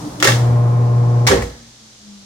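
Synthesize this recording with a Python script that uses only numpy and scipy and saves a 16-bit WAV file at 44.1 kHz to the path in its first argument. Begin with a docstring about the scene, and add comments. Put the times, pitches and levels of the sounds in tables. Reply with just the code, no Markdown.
"""A small hard-walled room, heard from close by. A heavy switch slams shut in a steel box: a burst of
blows, each ringing the switch's iron, the box and the room. A motor takes up load with a deep mains
hum, a rotor whine and a throbbing rush. A second later the switch drops out and rattles, the machine
shudders, and its tone sinks as it coasts. A faint hiss lies underneath."""
import sys
import numpy as np
from scipy import signal
from scipy.fft import rfft, irfft, next_fast_len
from scipy.io import wavfile
from scipy.ndimage import map_coordinates

SR = 44100
rng = np.random.default_rng(int(sys.argv[2]) if len(sys.argv) > 2 else 0)


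def bounce(signal):
    """Save signal as a 16-bit WAV file at the path given by the first command-line argument."""
    frames = np.transpose(np.atleast_2d(signal))
    limited = np.clip(frames, -1, 1)
    pcm = np.round(limited * 32767).astype(np.int16)
    wavfile.write(sys.argv[1], SR, pcm)


N = 99225

# Switch blows, closing then opening: start_s, clack_db, tilt_db_per_octave, thud_db, ping_hz, ping_db
BLOWS = [(0.2014, -29.5, 3.5, -40.5, 3020, -28.5), (0.2256, -11.5, 1.3, -23, 1260, -9.5),
         (0.2441, -14, 4, -23, 1210, -15), (.2515, -16.5, -2.5, -24, 2920, -20),
         (0.2728, -13.5, 2.5, -22.5, 1617, -6), (.285, -16.5, -1.5, -26, 480, -15),
         (0.319, -23.5, 0.5, -40, 3230, -19), (1.268, -22, 5, -32, 1960, -15.5),
         (1.2721, -11, 1, -37.5, 5100, -13), (1.286, -19, 1.5, -28.5, 1024, -8.5),
         (1.301, -26.5, -6.5, -16, 480, -14), (1.3123, -17, -4.5, -13, 1396, -16),
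         (1.3194, -26, 0.5, -13, 5670, -20.5), (1.336, -27.5, -2.5, -27, 415, -17.5),
         (1.374, -30.5, -4, -25.5, 387, -9.5), (1.4224, -33.5, 4, -25, 1990, -21.5)]
# Moving iron modes: pitch_hz, closing_db, opening_db, pan_db
IRON_MODES = [(1050, -15.5, -7.5, 5.5), (1158, -4, -2, -7), (1319, -6.5, -14.5, -12.5), (1730, -5, -19, -4),
              (1877, -3, -11.5, -8), (2280, -10, -2, -3), (2723, -6, -18, 11), (3270, -11, -20, 13)]
# Steel box modes: pitch_hz, closing_db, opening_db, pan_db
BOX_MODES = [(279, -27, -10.5, 2), (338.2, -3.5, -28.5, -6), (387.9, -0.5, -0.5, -2), (480, -16, 0, -9.5),
             (537.3, -0.5, -7, 3)]
IRON_DB, IRON_T60_S, BOX_T60_S = -5, 0.19, 0.3
OPEN_S = 1.266  # contacts part

def switch():
    """Each blow gives a noisy clack, rings the iron and the box, and pings the struck spot."""
    out = np.zeros((2, N + SR))
    t = np.arange(SR * 3 // 4) / SR
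    ripple = rng.standard_normal((2, 2048))  # fine box resonances, common to all blows
    for start_s, clack_db, tilt, thud_db, ping_hz, ping_db in BLOWS:
        opening = start_s > OPEN_S
        iron = amp(IRON_DB) * ring(IRON_MODES, opening, t) * fade(t, IRON_T60_S)
        thud = ring(BOX_MODES, opening, t) * fade(t, BOX_T60_S)
        blow = amp(clack_db) * (clack(tilt, ripple, t) + iron)
        blow += amp(thud_db) * thud + amp(ping_db) * ping(ping_hz, t)
        start = round(start_s * SR)
        out[:, start:start + len(t)] += blow
    return out[:, :N]


def ring(modes, opening, t):
    """Struck modes, undamped; level and pitch vary slightly per blow."""
    out = np.zeros((2, len(t)))
    for hz, closing_db, opening_db, pan_db in modes:
        level_db = (opening_db if opening else closing_db) + rng.normal()
        out += pan(pan_db) * amp(level_db) * partial(hz * (1 + 0.0046 * rng.normal()), t)
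    return out * (1 - fade(t, 0.0049))  # soft onset


# Clack spectrum: freq_hz, level_db
CLACK_SPECTRUM = [(40, -20), (150, -1), (850, 1.5), (1300, -0.5), (2000, 3.5), (2500, -4.5), (3200, -1.5),
                  (6500, -4.5), (12000, -21), (15500, -24)]
# Clack and ping balance: freq_hz, pan_db
BLOW_PAN = [(800, 1), (1400, -5), (3800, 2.5), (9000, 0.5)]
# Joint decay of box and room: freq_hz, t60_s
ROOM_DECAY = [(700, 0.4), (2000, 0.27), (6000, 0.29), (14000, 0.3)]
RIPPLE_DB, RIPPLE_SPACING_HZ = 3, 45.1
CRACK_DB, CRACK_T60_S = 4, 0.046
WASH_DB, WASH_RISE_S, LATE_DB, LATE_T60_S = -2.5, 0.00092, -23.5, 1

def clack(tilt_db_per_octave, ripple, t):
    """A short crack and a dense room wash, both coloured by the box's fine resonances."""
    def box_response(hz):
        knots = [hz / RIPPLE_SPACING_HZ]
        return amp([RIPPLE_DB * map_coordinates(side, knots, mode="mirror") for side in ripple])

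    def waveform(spectra):
        return signal.istft(spectra, nperseg=256)[1][:, :len(t)]

    burst = unit(filtered(noise(CLACK_SPECTRUM), box_response))[:, :len(t)]
    hz, frame_s, spectra = signal.stft(burst, SR, nperseg=256)
    tilt = amp(tilt_db_per_octave * np.log2((hz + 200) / 3000))
    spectra = spectra * (tilt * pan(along(BLOW_PAN, hz)))[..., None]
    early = amp(WASH_DB) * fade(frame_s, along(ROOM_DECAY, hz[:, None]))
    late = amp(LATE_DB) * fade(frame_s, LATE_T60_S)
    wash = waveform(spectra * (early + late)) * (1 - np.exp(-t / WASH_RISE_S))
    crack = waveform(spectra)[:, ::-1]  # reversed: uncorrelated with the wash
    return amp(CRACK_DB) * crack * fade(t, CRACK_T60_S) + wash


def ping(hz, t, pair_ratio=1.13, t60_s=0.036):
    """The struck spot rings briefly: two close partials that beat."""
    return pan(along(BLOW_PAN, hz)) * (partial(hz, t) + partial(pair_ratio * hz, t)) * fade(t, t60_s)


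# Motor load, gain on hum and whine: time_s, gain_db
LOAD = [(.14, -29), (.26, -19), (.297, -2), (.36, -.5), (.39, -3.5), (.42, 0), (1.268, -.7), (1.3, -12),
        (1.5, -40), (2.25, -56)]
# Hum at full load: mains_multiple, level_db, pan_db
HUM_HARMONICS = [(2, -12.5, 1), (4, -39.5, 10.5), (6, -39, -6.5), (8, -35.5, -11), (10, -36.5, 3.5),
                 (12, -40.5, 8.5), (14, -41.5, 6.5), (18, -47.5, 0)]
# Rotor whine at full load: pitch_hz, level_db
WHINE_TONES = [(391, -43), (1050, -39), (2353, -59)]
# Rush envelope: time_s, level_db
RUSH_LEVEL = [(0, -31), (.17, -33.5), (.4, -25.5), (.9, -28.5), (1.42, -27.5), (1.52, -62.5), (1.7, -60.5),
              (2.25, -56.5)]
# Rush spectrum: freq_hz, level_db
RUSH_SPECTRUM = [(35, -23.5), (60, -2.5), (140, 3.5), (330, -5.5), (800, -7), (1100, -9.5), (1600, -20),
                 (2900, -31.5), (15000, -50)]
# Low drone around the closing: time_s, level_db
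DRONE_LEVEL = [(0, -45), (.075, -24), (.12, -51), (.22, -25.5), (.4, -65.5)]
MAINS_HZ, DRONE_HZ, THROB_DEPTH = 60, 301, 0.14
WAVER_DB, LOWEST_WAVER_DB = 1.5, 0.5

def motor():
    """Mains hum and rotor whine follow the load, over a throbbing rush and a brief wavering drone."""
    hum = np.zeros((2, N))
    for multiple, level_db, pan_db in HUM_HARMONICS:
        waver_db = (LOWEST_WAVER_DB if multiple == 2 else WAVER_DB) * wobble(28.8)
        hum += pan(pan_db) * amp(level_db + waver_db) * tone(multiple * MAINS_HZ)
    whine = sum(amp(db + WAVER_DB * wobble(8.9)) * tone(hz) for hz, db in WHINE_TONES)
    throb = 1 + THROB_DEPTH * np.sin(2 * np.pi * (2 * MAINS_HZ) * np.arange(N) / SR)
    rush = envelope(RUSH_LEVEL) * throb * noise(RUSH_SPECTRUM)
    drone = envelope(DRONE_LEVEL) * tone(DRONE_HZ + 8 * wobble(40))
    return envelope(LOAD) * (hum + whine) + rush + drone


# Shudder envelope: time_s, level_db
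SHUDDER_LEVEL = [(1.25, -70), (1.3, -28), (1.43, -27), (1.58, -51), (1.8, -65)]
# Shudder rumble spectrum: freq_hz, level_db
RUMBLE_SPECTRUM = [(30, -23.5), (50, 1), (95, 4.5), (230, -5.5), (1000, -59)]
# Coasting rotor envelope: time_s, level_db
COAST_LEVEL = [(1.3, -50), (1.45, -45), (1.68, -48.5), (1.75, -66), (1.84, -49), (1.96, -62.5),
               (2.085, -39.5), (2.14, -40.5), (2.25, -48)]
SHUDDER_END_HZ, SHUDDER_DROP_HZ, SHUDDER_SETTLE_S = 57.1, 57.3, 0.04
COAST_START_HZ, SAG_HZ_PER_S = 252, 57

def run_down():
    """Without power the machine shudders, then coasts with a sinking tone."""
    off_s = np.maximum(np.arange(N) / SR - OPEN_S, 0)
    shudder_hz = SHUDDER_END_HZ + SHUDDER_DROP_HZ * np.exp(-off_s / SHUDDER_SETTLE_S)
    shudder = envelope(SHUDDER_LEVEL) * (tone(shudder_hz) + noise(RUMBLE_SPECTRUM))
    coast = envelope(COAST_LEVEL) * tone(COAST_START_HZ - SAG_HZ_PER_S * off_s)
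    return shudder + pan(2.2) * coast * (off_s > 0)


# Hiss envelope: time_s, level_db
HISS_LEVEL = [(0, -41), (.6, -49.5), (1.2, -46), (1.7, -45.5)]
# Hiss spectrum: freq_hz, level_db
HISS_SPECTRUM = [(30, -6.5), (900, -4.5), (2600, -6), (3400, -0.5), (6300, 1.5), (12000, -19.5),
                 (15500, -33)]
# Bright hiss spectrum: freq_hz, level_db
BRIGHT_SPECTRUM = [(4000, -21), (9000, 1), (15000, -12.5)]
BRIGHT_DB, BRIGHT_FADE_DB_PER_S = -48, 16

def hiss():
    """A faint continuous hiss, and a brighter one that fades away."""
    bright = amp(BRIGHT_DB - BRIGHT_FADE_DB_PER_S * np.arange(N) / SR) * noise(BRIGHT_SPECTRUM)
    return bright + envelope(HISS_LEVEL) * noise(HISS_SPECTRUM)


# Left-right likeness: freq_hz, correlation
STEREO_CORRELATION = [(130, 1), (290, 0.88), (640, 0.44), (1400, 0)]

def spread(hz):
    """Half the angle between channels, in radians: zero in the bass, wide in the treble."""
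    return np.arccos(np.clip(along(STEREO_CORRELATION, hz), -1, 1)) / 2


def noise(spectrum):
    """Coloured stereo noise, rms 1."""
    def response(hz):
        return amp(along(spectrum, hz)) * [np.cos(spread(hz)), np.sin(spread(hz))]

    mid, side = filtered(rng.standard_normal((2, N)), response)
    return unit(np.array([mid + side, mid - side]))


def tone(hz):
    """Stereo sine, rms 1, steady or gliding."""
    phase = 2 * np.pi * (np.cumsum(hz * np.ones(N)) / SR + rng.random())
    return np.sqrt(2) * np.sin(phase + np.array([[1], [-1]]) * spread(np.mean(hz)))


def partial(hz, t):
    """Stereo sine, peak 1, random phase."""
    return np.sin(2 * np.pi * (hz * t + rng.random()) + np.array([[1], [-1]]) * spread(hz))


def wobble(knots_per_s):
    """Smooth random curve."""
    knots = rng.standard_normal(int(N * knots_per_s / SR) + 4)
    return map_coordinates(knots, [np.arange(N) * knots_per_s / SR])


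def envelope(points):
    """Gain per sample from (time_s, level_db) points."""
    time_s, level_db = np.transpose(points)
    return amp(np.interp(np.arange(N) / SR, time_s, level_db))


def fade(t, t60_s):
    """Exponential decay."""
    return np.exp(-np.log(1000) * t / t60_s)


def along(points, hz):
    """Interpolate (freq_hz, value) points on a log axis."""
    freq_hz, values = np.transpose(points)
    return np.interp(np.log(hz + 1), np.log(freq_hz + 1), values)


def filtered(x, response):
    """Apply the gain response(hz) by FFT."""
    size = next_fast_len(N + SR // 4)
    return irfft(rfft(x, size) * response(np.fft.rfftfreq(size, 1 / SR)), size)[..., :N]


def pan(db):
    """Channel gains for a left-minus-right level."""
    return amp(np.array([[.5], [-.5]]) * db)


def amp(db):
    """Decibels to gain."""
    return 10 ** (np.asarray(db) / 20)


def unit(x):
    """Scale to rms 1."""
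    return x / np.sqrt(np.mean(x ** 2) + 1e-20)


def scene():
    """Switch, motor, run-down and hiss."""
    return switch() + motor() + run_down() + hiss()


CEILING, TOP_HZ = 0.95, 16000

def record(dry):
    """Soft peak limit, then a sharp low-pass."""
    rounded = dry / (1 + np.abs(dry / CEILING) ** 6) ** (1 / 6)
    return filtered(rounded, lambda hz: hz < TOP_HZ)


dry = scene()
out = record(dry)
bounce(out)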